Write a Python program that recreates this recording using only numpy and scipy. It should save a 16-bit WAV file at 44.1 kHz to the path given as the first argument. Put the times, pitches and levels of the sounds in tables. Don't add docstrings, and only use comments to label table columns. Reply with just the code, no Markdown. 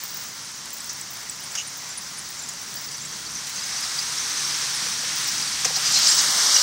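import sys
import numpy as np
from scipy import signal
from scipy.io import wavfile

SR = 44100
rng = np.random.default_rng(int(sys.argv[2]) if len(sys.argv) > 2 else 0)


def volts(x):
    e = np.asarray(x, float) / 20
    return 10 ** e


def pcm_store(signal):
    levels = np.round(np.clip(np.atleast_2d(signal), -1, 1) * 32767)
    wavfile.write(sys.argv[1], SR, levels.astype(np.int16).T)


N = 291942


def rms_one(x):
    return x / np.sqrt(np.mean(x ** 2) + 1e-20)


def in_time(rows):
    s, *columns = np.transpose(rows)
    return [np.interp(np.arange(N) / SR, s, column) for column in columns]


def at_hz(points, hz):
    point_hz, level_db = np.array(points)[:, :2].T
    return np.interp(np.log(hz), np.log(point_hz), level_db)


def drift(rate_hz):
    step = 40
    r = np.exp(-2 * np.pi * rate_hz * step / SR)
    noise = rng.standard_normal(N // step + 2002)
    slow = signal.lfilter([1], [1, -2 * r, r * r], noise)[2000:]
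    return np.interp(np.arange(N) / step, np.arange(len(slow)), rms_one(slow))


def band(x, low_hz, high_hz):
    edges_hz = [low_hz, min(high_hz, .45 * SR)]
    return signal.sosfilt(signal.butter(2, edges_hz, "band", fs=SR, output="sos"), x)


def ring(clicks, hz, t60_s):
    r = volts(-60 / (t60_s * SR))
    w = 2 * np.pi * hz / SR
    return signal.lfilter([0, np.sin(w)], [1, -2 * r * np.cos(w), r * r], clicks + 1e-18)


def grains(per_s, spread_db):
    sizes = volts(spread_db * np.minimum(rng.exponential(1, N), 5))
    return sizes * rng.choice([-1, 1], N) * (rng.random(N) < per_s / SR)


def scattered(per_s, level_db, spread_db):
    luck = rng.random((round(per_s * N / SR), 3))
    start_s = luck[:, 0] * (N / SR - .1)
    return np.transpose([start_s, level_db + spread_db * (2 * luck[:, 1] - 1), luck[:, 2]])


def puff(size, t60_s, rise_s):
    t = np.arange(size) / SR
    return rng.standard_normal(size) * (1 - np.exp(-t / rise_s)) * volts(-60 * t / t60_s)


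def noise_bank(source, edges_hz, colour_db, patchy_db):
    out, gust = 0, drift(9.0)
    for k, (low_hz, high_hz) in enumerate(zip(edges_hz, edges_hz[1:])):
        flicker_db = patchy_db * (.7 * gust + drift(14.0))
        gain = volts(colour_db(np.sqrt(low_hz * high_hz)) + flicker_db)
        out = out + gain * band(source[k % 2], low_hz, high_hz)
    return out


# time_s, hiss_gain_db, rumble_rms_db
RUSH = [(0.0, -27, -51), (0.57, -28.5, -52.5), (1.77, -27.5, -52.5), (2.97, -27, -50.5), (3.4, -25, -50.5),
        (3.74, -20.5, -49.5), (4.42, -18.5, -51.5), (4.94, -18.5, -48), (5.7, -19, -48), (5.9, -17, -45),
        (6.25, -13, -47), (6.62, -13, -47.5)]
# time_s, nearness (0 behind, .5 load bed alongside, 1 cab level)
NEARNESS = [(0, 0.14), (1.5, 0.026), (2.8, 0.12), (3.6, 0.3), (4.5, 0.55), (5.6, 0.59), (5.95, 0.78),
            (6.25, 0.65), (6.62, 0.7)]
# freq_hz, density_db (per Hz)
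FAR = [(300, -25), (480, -10), (700, -8), (1000, -4), (1400, -4), (2100, -4), (2500, -8.5), (3300, -6.5),
       (4500, -5.5), (6200, 1.5), (7200, -6.5), (9300, -10.5), (11500, -21), (13800, -19)]
# freq_hz, density_db (per Hz)
BESIDE = [(300, -9), (600, -19), (1000, -7.5), (2000, -5), (2800, -9.5), (4000, -3), (5200, -4),
          (6200, 1.5), (7200, -11), (8300, -6), (10500, -20.5), (13800, -23.5)]
# freq_hz, density_db (per Hz)
NEAR = [(300, -20), (600, -5.5), (900, -5), (1400, -1), (2000, -1.5), (2500, -1.5), (3000, 7), (4000, -2),
        (5200, 6), (6800, 0), (8300, -4), (10500, -25), (11800, -6.5), (13800, -28)]
# freq_hz, density_db (per Hz)
RUMBLE = [(18, -40), (30, -30), (43, -12.5), (140, -2.5), (190, -1), (238, -4), (466, -5.5), (500, -9),
          (650, -39), (1100, -120)]
# low_hz, high_hz, begin_s, full_s
HOLLOW = (2200, 3000, 6.0, 6.3)


def rush():
    (hiss_db, rumble_db), (near,) = in_time(RUSH), in_time(NEARNESS)
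    source = rng.standard_normal((2, N)) + 0.25 * rms_one(grains(900, spread_db=4.0))
    edges_hz = 25 * 2 ** (np.arange(38) / 4)
    position = 2 * np.clip(near, 0, 1)
    share = [np.clip(1 - np.abs(position - k), 0, 1) for k in range(3)]

    def blend_db(hz):
        return sum(part * at_hz(colour, hz) for part, colour in zip(share, (FAR, BESIDE, NEAR)))

    hiss = volts(hiss_db) * noise_bank(source, edges_hz[14:], blend_db, patchy_db=.7)
    cancelled = signal.lfilter(*signal.butter(1, HOLLOW[:2], "band", fs=SR), hiss)
    hiss -= np.interp(np.arange(N) / SR, HOLLOW[2:], [0, .75]) * cancelled
    rumble = noise_bank(source, edges_hz[1:18], lambda hz: at_hz(RUMBLE, hz), patchy_db=0.67)
    return hiss + volts(rumble_db) * rms_one(rumble)


# time_s, base_hz, level_db (rms of an order at 0 dB)
ENGINE = [(0.0, 33.5, -61), (2.6, 34.56, -57.5), (2.95, 35, -54), (3.3, 35.3, -48), (3.7, 34.9, -62),
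          (4.5, 35.9, -49.5), (4.75, 35.5, -57), (5.08, 35.4, -62), (5.2, 35.77, -50), (5.4, 35.96, -54.5),
          (5.66, 36.1, -47), (5.81, 35.77, -55), (5.94, 34.36, -45.5), (6.19, 35.4, -67), (6.62, 38.0, -68)]
# multiple_of_base, level_db
ORDER_DB = [(2, -13), (3, -15), (4, -2), (5, -10.5), (6, -12.5), (9, -14.5)]


def engine():
    base_hz, level_db = in_time(ENGINE)
    turn = 2 * np.pi * np.cumsum(base_hz) / SR
    tones = 0
    for order, db in ORDER_DB:
        gain = volts(db + 2.4 * drift(7.0))
        tones = tones + gain * np.sin(order * turn + 0.51 * drift(5.6))
    return np.sqrt(2) * volts(level_db) * tones


# time_s, level_db (before flicker and blows)
JINGLE = [(0.0, -46), (0.6, -53), (1.9, -62), (2.6, -53), (4.1, -57), (4.6, -50), (5.6, -55), (6.0, -48),
          (6.62, -44)]
# mode_hz, level_db, t60_s
CHAIN = [(14780, -4, .022), (15000, -8, .015), (15250, -6, .015), (15500, -2, .02), (15700, 0, .025)]
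# start_s, level_db (before the rise), pitch_hz
LINK_BLOWS = [(0.035, -19, 14700), (0.1411, -21, 15600), (0.7287, -24.5, 15600), (0.855, -29, 15600),
              (0.9288, -32.5, 14900), (1.1034, -32, 14900), (1.2266, -36, 14900), (1.3079, -33.5, 14900),
              (1.4027, -32.5, 14800), (1.5165, -36, 15700), (1.7694, -29.5, 14800), (2.0158, -33.5, 15000),
              (2.3017, -30.5, 14900), (2.7576, -33, 14800), (2.8112, -34, 15600), (3.1911, -37, 15700),
              (3.484, -37, 14800), (3.9883, -34, 15700), (4.5735, -33, 15600), (5.0335, -34, 14700),
              (5.155, -23, 15600), (5.2729, -22.5, 14900), (5.7608, -26.5, 14800), (5.8815, -33, 15440),
              (5.9883, -32, 15500), (6.1436, -24, 15700), (6.2063, -27.5, 15600), (6.3031, -30.5, 15300),
              (6.5774, -30, 14800)]
LINK_RISE_S, LINK_T60_S = 0.00077, 0.032
AFTER_SHAKE_DB, AFTER_SHAKE_T60_S = -20, .35


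def chains():
    steady_db, = in_time(JINGLE)
    touches = 0
    for hz, db, t60_s in CHAIN:
        clumps = grains(45 * volts(4 * drift(15.0)), spread_db=3.5)
        touches = touches + volts(db) * ring(clumps, hz, t60_s)
    blows, shake = np.zeros(N), volts(steady_db + 3.0 * drift(6.0))
    for s, db, hz in LINK_BLOWS:
        start = round(s * SR)
        t = np.arange(N - start)[:SR // 2] / SR
        at = slice(start, start + len(t))
        swell = volts(db - 60 * t / LINK_T60_S) * (1 - np.exp(-t / LINK_RISE_S))
        blows[at] += swell * np.sin(2 * np.pi * hz * t)
        shake[at] += volts(db + AFTER_SHAKE_DB - 60 * t / AFTER_SHAKE_T60_S)
    return band(shake * rms_one(touches) + blows, 12600, 19600)


# middle_s, level_db (rms), half_width_s
JANGLE = [(5.765, -23.5, 0.0073), (5.87, -26, 0.02), (5.955, -19.5, 0.026), (6.035, -19.5, 0.016),
          (6.08, -16.5, 0.016), (6.126, -19.5, 0.01), (6.19, -19.5, 0.017), (6.6, -24, 0.11)]
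JANGLE_UNDER_HISS_DB = -16


def jangle():
    hiss_db, t = in_time(RUSH)[0], np.arange(N) / SR
    swings = sum(volts(db) * np.exp(-.5 * ((t - s) / width_s) ** 2) for s, db, width_s in JANGLE)
    touches, dealt = grains(9000, spread_db=2.5), rng.integers(0, 22, N)
    rings = 0
    for k, hz in enumerate(np.geomspace(3900, 8300, num=22)):
        rings = rings + volts(at_hz(NEAR, hz)) * ring(touches * (dealt == k), hz, .022)
    metal = rms_one(band(band(rings, 2670, 12700), 2650, 13000))
    return (volts(hiss_db + JANGLE_UNDER_HISS_DB) + swings) * metal


# start_s, level_db (noise before filtering)
TICKS = [(0.2369, -28), (0.4234, -29), (0.6563, -22), (0.7048, -25), (0.7831, -25), (0.8429, -21),
         (0.8749, -27), (1.1712, -27), (1.8906, -23), (2.1725, -26), (2.2887, -22), (2.4234, -24),
         (2.4887, -18), (2.5366, -26), (2.7402, -21), (2.9711, -27), (3.3184, -23), (3.3523, -26),
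         (3.471, -20.5), (3.4954, -23), (3.8074, -18), (4.0148, -24), (4.1555, -20), (4.3595, -22),
         (4.7471, -18), (5.2445, -16), (5.4144, -19), (5.5714, -23), (5.8227, -23), (5.9229, -13)]
FAINT_TICKS_PER_S, FAINT_TICK_DB = 4, -31
TICK_TOP_DB = -17


def ticks():
    out = volts(-44) * band(band(grains(60, spread_db=2), 6000, 12100), 5000, 13000)
    faint = [(s, db) for s, db, _ in scattered(FAINT_TICKS_PER_S, FAINT_TICK_DB, spread_db=5)]
    for s, db in [*TICKS, *faint]:
        snap = puff(size=1000, t60_s=0.018, rise_s=0.00018)
        snap = band(snap, 6500, 10800) + volts(TICK_TOP_DB) * band(snap, 10800, 14200)
        out[round(s * SR):][:1000] += volts(db) * snap
    return out


# start_s, level_db (before roughness), pitch_hz, length_s
SQUEAKS = [(0.731, -32, 7410, 0.013), (0.048, -47, 12960, 0.02), (0.819, -48, 12960, 0.014),
           (1.131, -39, 12960, 0.017), (1.435, -34, 9200, 0.014), (1.672, -30.5, 9130, 0.016),
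           (1.9, -32, 7330, 0.018), (1.973, -30.5, 9850, 0.02), (1.974, -27, 9300, 0.014),
           (2.181, -30, 9250, 0.017), (2.39, -30, 7290, 0.015), (2.428, -32, 7300, 0.02),
           (2.49, -27.5, 6770, 0.011), (2.624, -40, 10860, 0.017), (2.765, -34, 4740, 0.017),
           (2.939, -29.5, 5900, 0.02), (3.014, -31.5, 7340, 0.016), (3.05, -33, 7500, 0.016),
           (3.345, -28, 6030, 0.027), (3.551, -31, 6300, 0.045), (3.825, -27, 5200, 0.015),
           (3.983, -24, 4820, 0.021), (4.501, -25.5, 4980, 0.031), (4.753, -31, 9730, 0.017),
           (5.313, -28, 7130, 0.017), (5.422, -23.5, 4870, 0.017), (5.74, -24, 5690, 0.027),
           (5.953, -17, 4210, 0.044), (6.08, -23.5, 9130, 0.023), (6.093, -17, 7500, 0.024),
           (6.148, -20, 7700, 0.012), (6.18, -28, 7930, 0.027), (6.554, -27.5, 2880, 0.049),
           (6.544, -10, 5860, 0.011), (6.563, -12, 5770, 0.009)]
# start_s, level_db (before roughness), pitch_hz, length_s
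SCRAPE = [(1.57, -29, 6490, 0.05), (1.571, -30, 2900, 0.049)]
FAINT_SQUEAKS_PER_S, FAINT_SQUEAK_DB, FAINT_SQUEAK_S = 4, -44, 0.017
PASSING_SQUEAKS_PER_S, PASSING_SQUEAK_DB, PASSING_SQUEAK_S = 12, -9, .018
PASSING_FROM_S = 2.7
ROUGH_LOW, ROUGH_HIGH, SCRAPE_ROUGH, SMALL_FROM_HZ = .55, .25, 1, 6600


def squeaks():
    out, grip, slip = np.zeros(N), drift(180.0), drift(140.0)
    hiss_db = in_time(RUSH)[0]
    faint = [(s, db, 6800 * 1.4 ** u, FAINT_SQUEAK_S)
             for s, db, u in scattered(FAINT_SQUEAKS_PER_S, FAINT_SQUEAK_DB, spread_db=6.0)]
    passing = [(s, db + hiss_db[round(s * SR)], 4500 * 1.45 ** u, PASSING_SQUEAK_S)
               for s, db, u in scattered(PASSING_SQUEAKS_PER_S, PASSING_SQUEAK_DB, spread_db=3)
               if s > PASSING_FROM_S]
    rows = [(*row, ROUGH_LOW if row[2] < SMALL_FROM_HZ else ROUGH_HIGH)
            for row in [*SQUEAKS, *faint, *passing]]
    rows += [(*row, SCRAPE_ROUGH) for row in SCRAPE]
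    for s, db, hz, length_s, rough in rows:
        at = slice(round(s * SR), min(round((s + 1.2 * length_s) * SR), N))
        t = np.arange(at.stop - at.start) / SR
        shape = np.sin(np.pi * (t / (1.83 * length_s)) ** 0.39) ** 2
        tone = np.sin(2 * np.pi * hz * t + 1.7 * rough * slip[at])
        out[at] += volts(db + 3.5 * rough * grip[at]) * shape * tone
    return out


# start_s, level_db (before scatter)
CLINKS = [(0.8051, -27), (1.013, -22.5), (1.297, -20.5), (1.5209, -30), (3.054, -30)]
# mode_hz, level_db, t60_s
CLINK_MODES = [(7840, 1, 0.026), (8560, -7.5, 0.012), (8000, -20.5, 0.036), (8900, -5, 0.01)]


def clinks():
    out, rows = np.zeros(N), np.array(CLINKS)
    scatter_db = rng.standard_normal((len(rows), len(CLINK_MODES)))
    for k, (hz, level_db, t60_s) in enumerate(CLINK_MODES):
        clicks = np.zeros(N)
        clicks[(rows[:, 0] * SR).astype(int)] = volts(rows[:, 1] + level_db + scatter_db[:, k])
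        out += ring(clicks, hz, t60_s)
    return band(out, 6800, 10000)


# start_s, level_db (noise before filtering), centre_hz, t60_s, body_db (relative)
KNOCKS = [(0.892, -14.5, 5800, 0.09, -22), (1.551, -11, 5700, 0.062, -7), (1.575, -19.5, 6200, 0.23, -25),
          (5.646, -2, 5650, 0.057, -7)]
KNOCK_RISE_S = 0.0019


def knocks():
    out = np.zeros(N)
    for s, db, hz, t60_s, body_db in KNOCKS:
        burst = puff(size=9000, t60_s=t60_s, rise_s=KNOCK_RISE_S)
        rattle = band(burst, hz / 1.22, hz * 1.15)
        body = volts(body_db) * band(burst, 1050, 7000)
        top = .06 * band(burst, 9200, 14000)
        out[round(s * SR):][:9000] += volts(db) * (rattle + body + top)
    return out


# start_s, low_mode_db, high_mode_db (before the swell)
THUMPS = [(3.12, -32, -41), (4.862, -28, -44), (5.032, -28, -27), (5.654, -18.5, -14.5), (5.703, -23, -23),
          (5.766, -38, -16), (5.965, -45, -22)]
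# mode_hz, t60_s
PANEL = [(490, 0.042), (770, .036)]
THUD_DB = -8


def thumps():
    out, t = np.zeros(N), np.arange(4000) / SR
    phases = rng.uniform(0, 2 * np.pi, (len(THUMPS), 2))
    for (s, *levels_db), phase in zip(THUMPS, phases):
        thump = out[round(s * SR):][:4000]
        for (hz, t60_s), db, start in zip(PANEL, levels_db, phase):
            swell = (1 - np.exp(-t / .004)) ** 2 * volts(db - 60 * t / t60_s)
            thump += swell * np.sin(2 * np.pi * hz * t + start)
        thud = band(puff(size=4000, t60_s=0.11, rise_s=0.0029), 250, 950)
        thump += volts(max(levels_db) + THUD_DB) * thud
    return out


# middle_s, level_db (rms), half_width_s
BUFFETS = [(6.27, -44, 0.028)]


def buffets():
    t = np.arange(N) / SR
    lumps = sum(volts(db) * np.exp(-.5 * ((t - s) / width_s) ** 2) for s, db, width_s in BUFFETS)
    return lumps * rms_one(band(rng.standard_normal(N), 90, 340))


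def scene():
    mono = rush() + engine() + chains() + jangle() + ticks() + squeaks()
    mono += clinks() + knocks() + thumps() + buffets()
    return np.array([mono, mono])


def low_pass(x):
    return signal.sosfilt(signal.butter(12, 17150, fs=SR, output="sos"), x)


def record(dry):
    thin = signal.sosfilt(signal.butter(2, 40, "high", fs=SR, output="sos"), dry)
    cut = signal.sosfilt(signal.ellip(14, .5, 75, 15800, fs=SR, output="sos"), thin)
    return low_pass(cut)


dry = scene()
out = record(dry)
pcm_store(out)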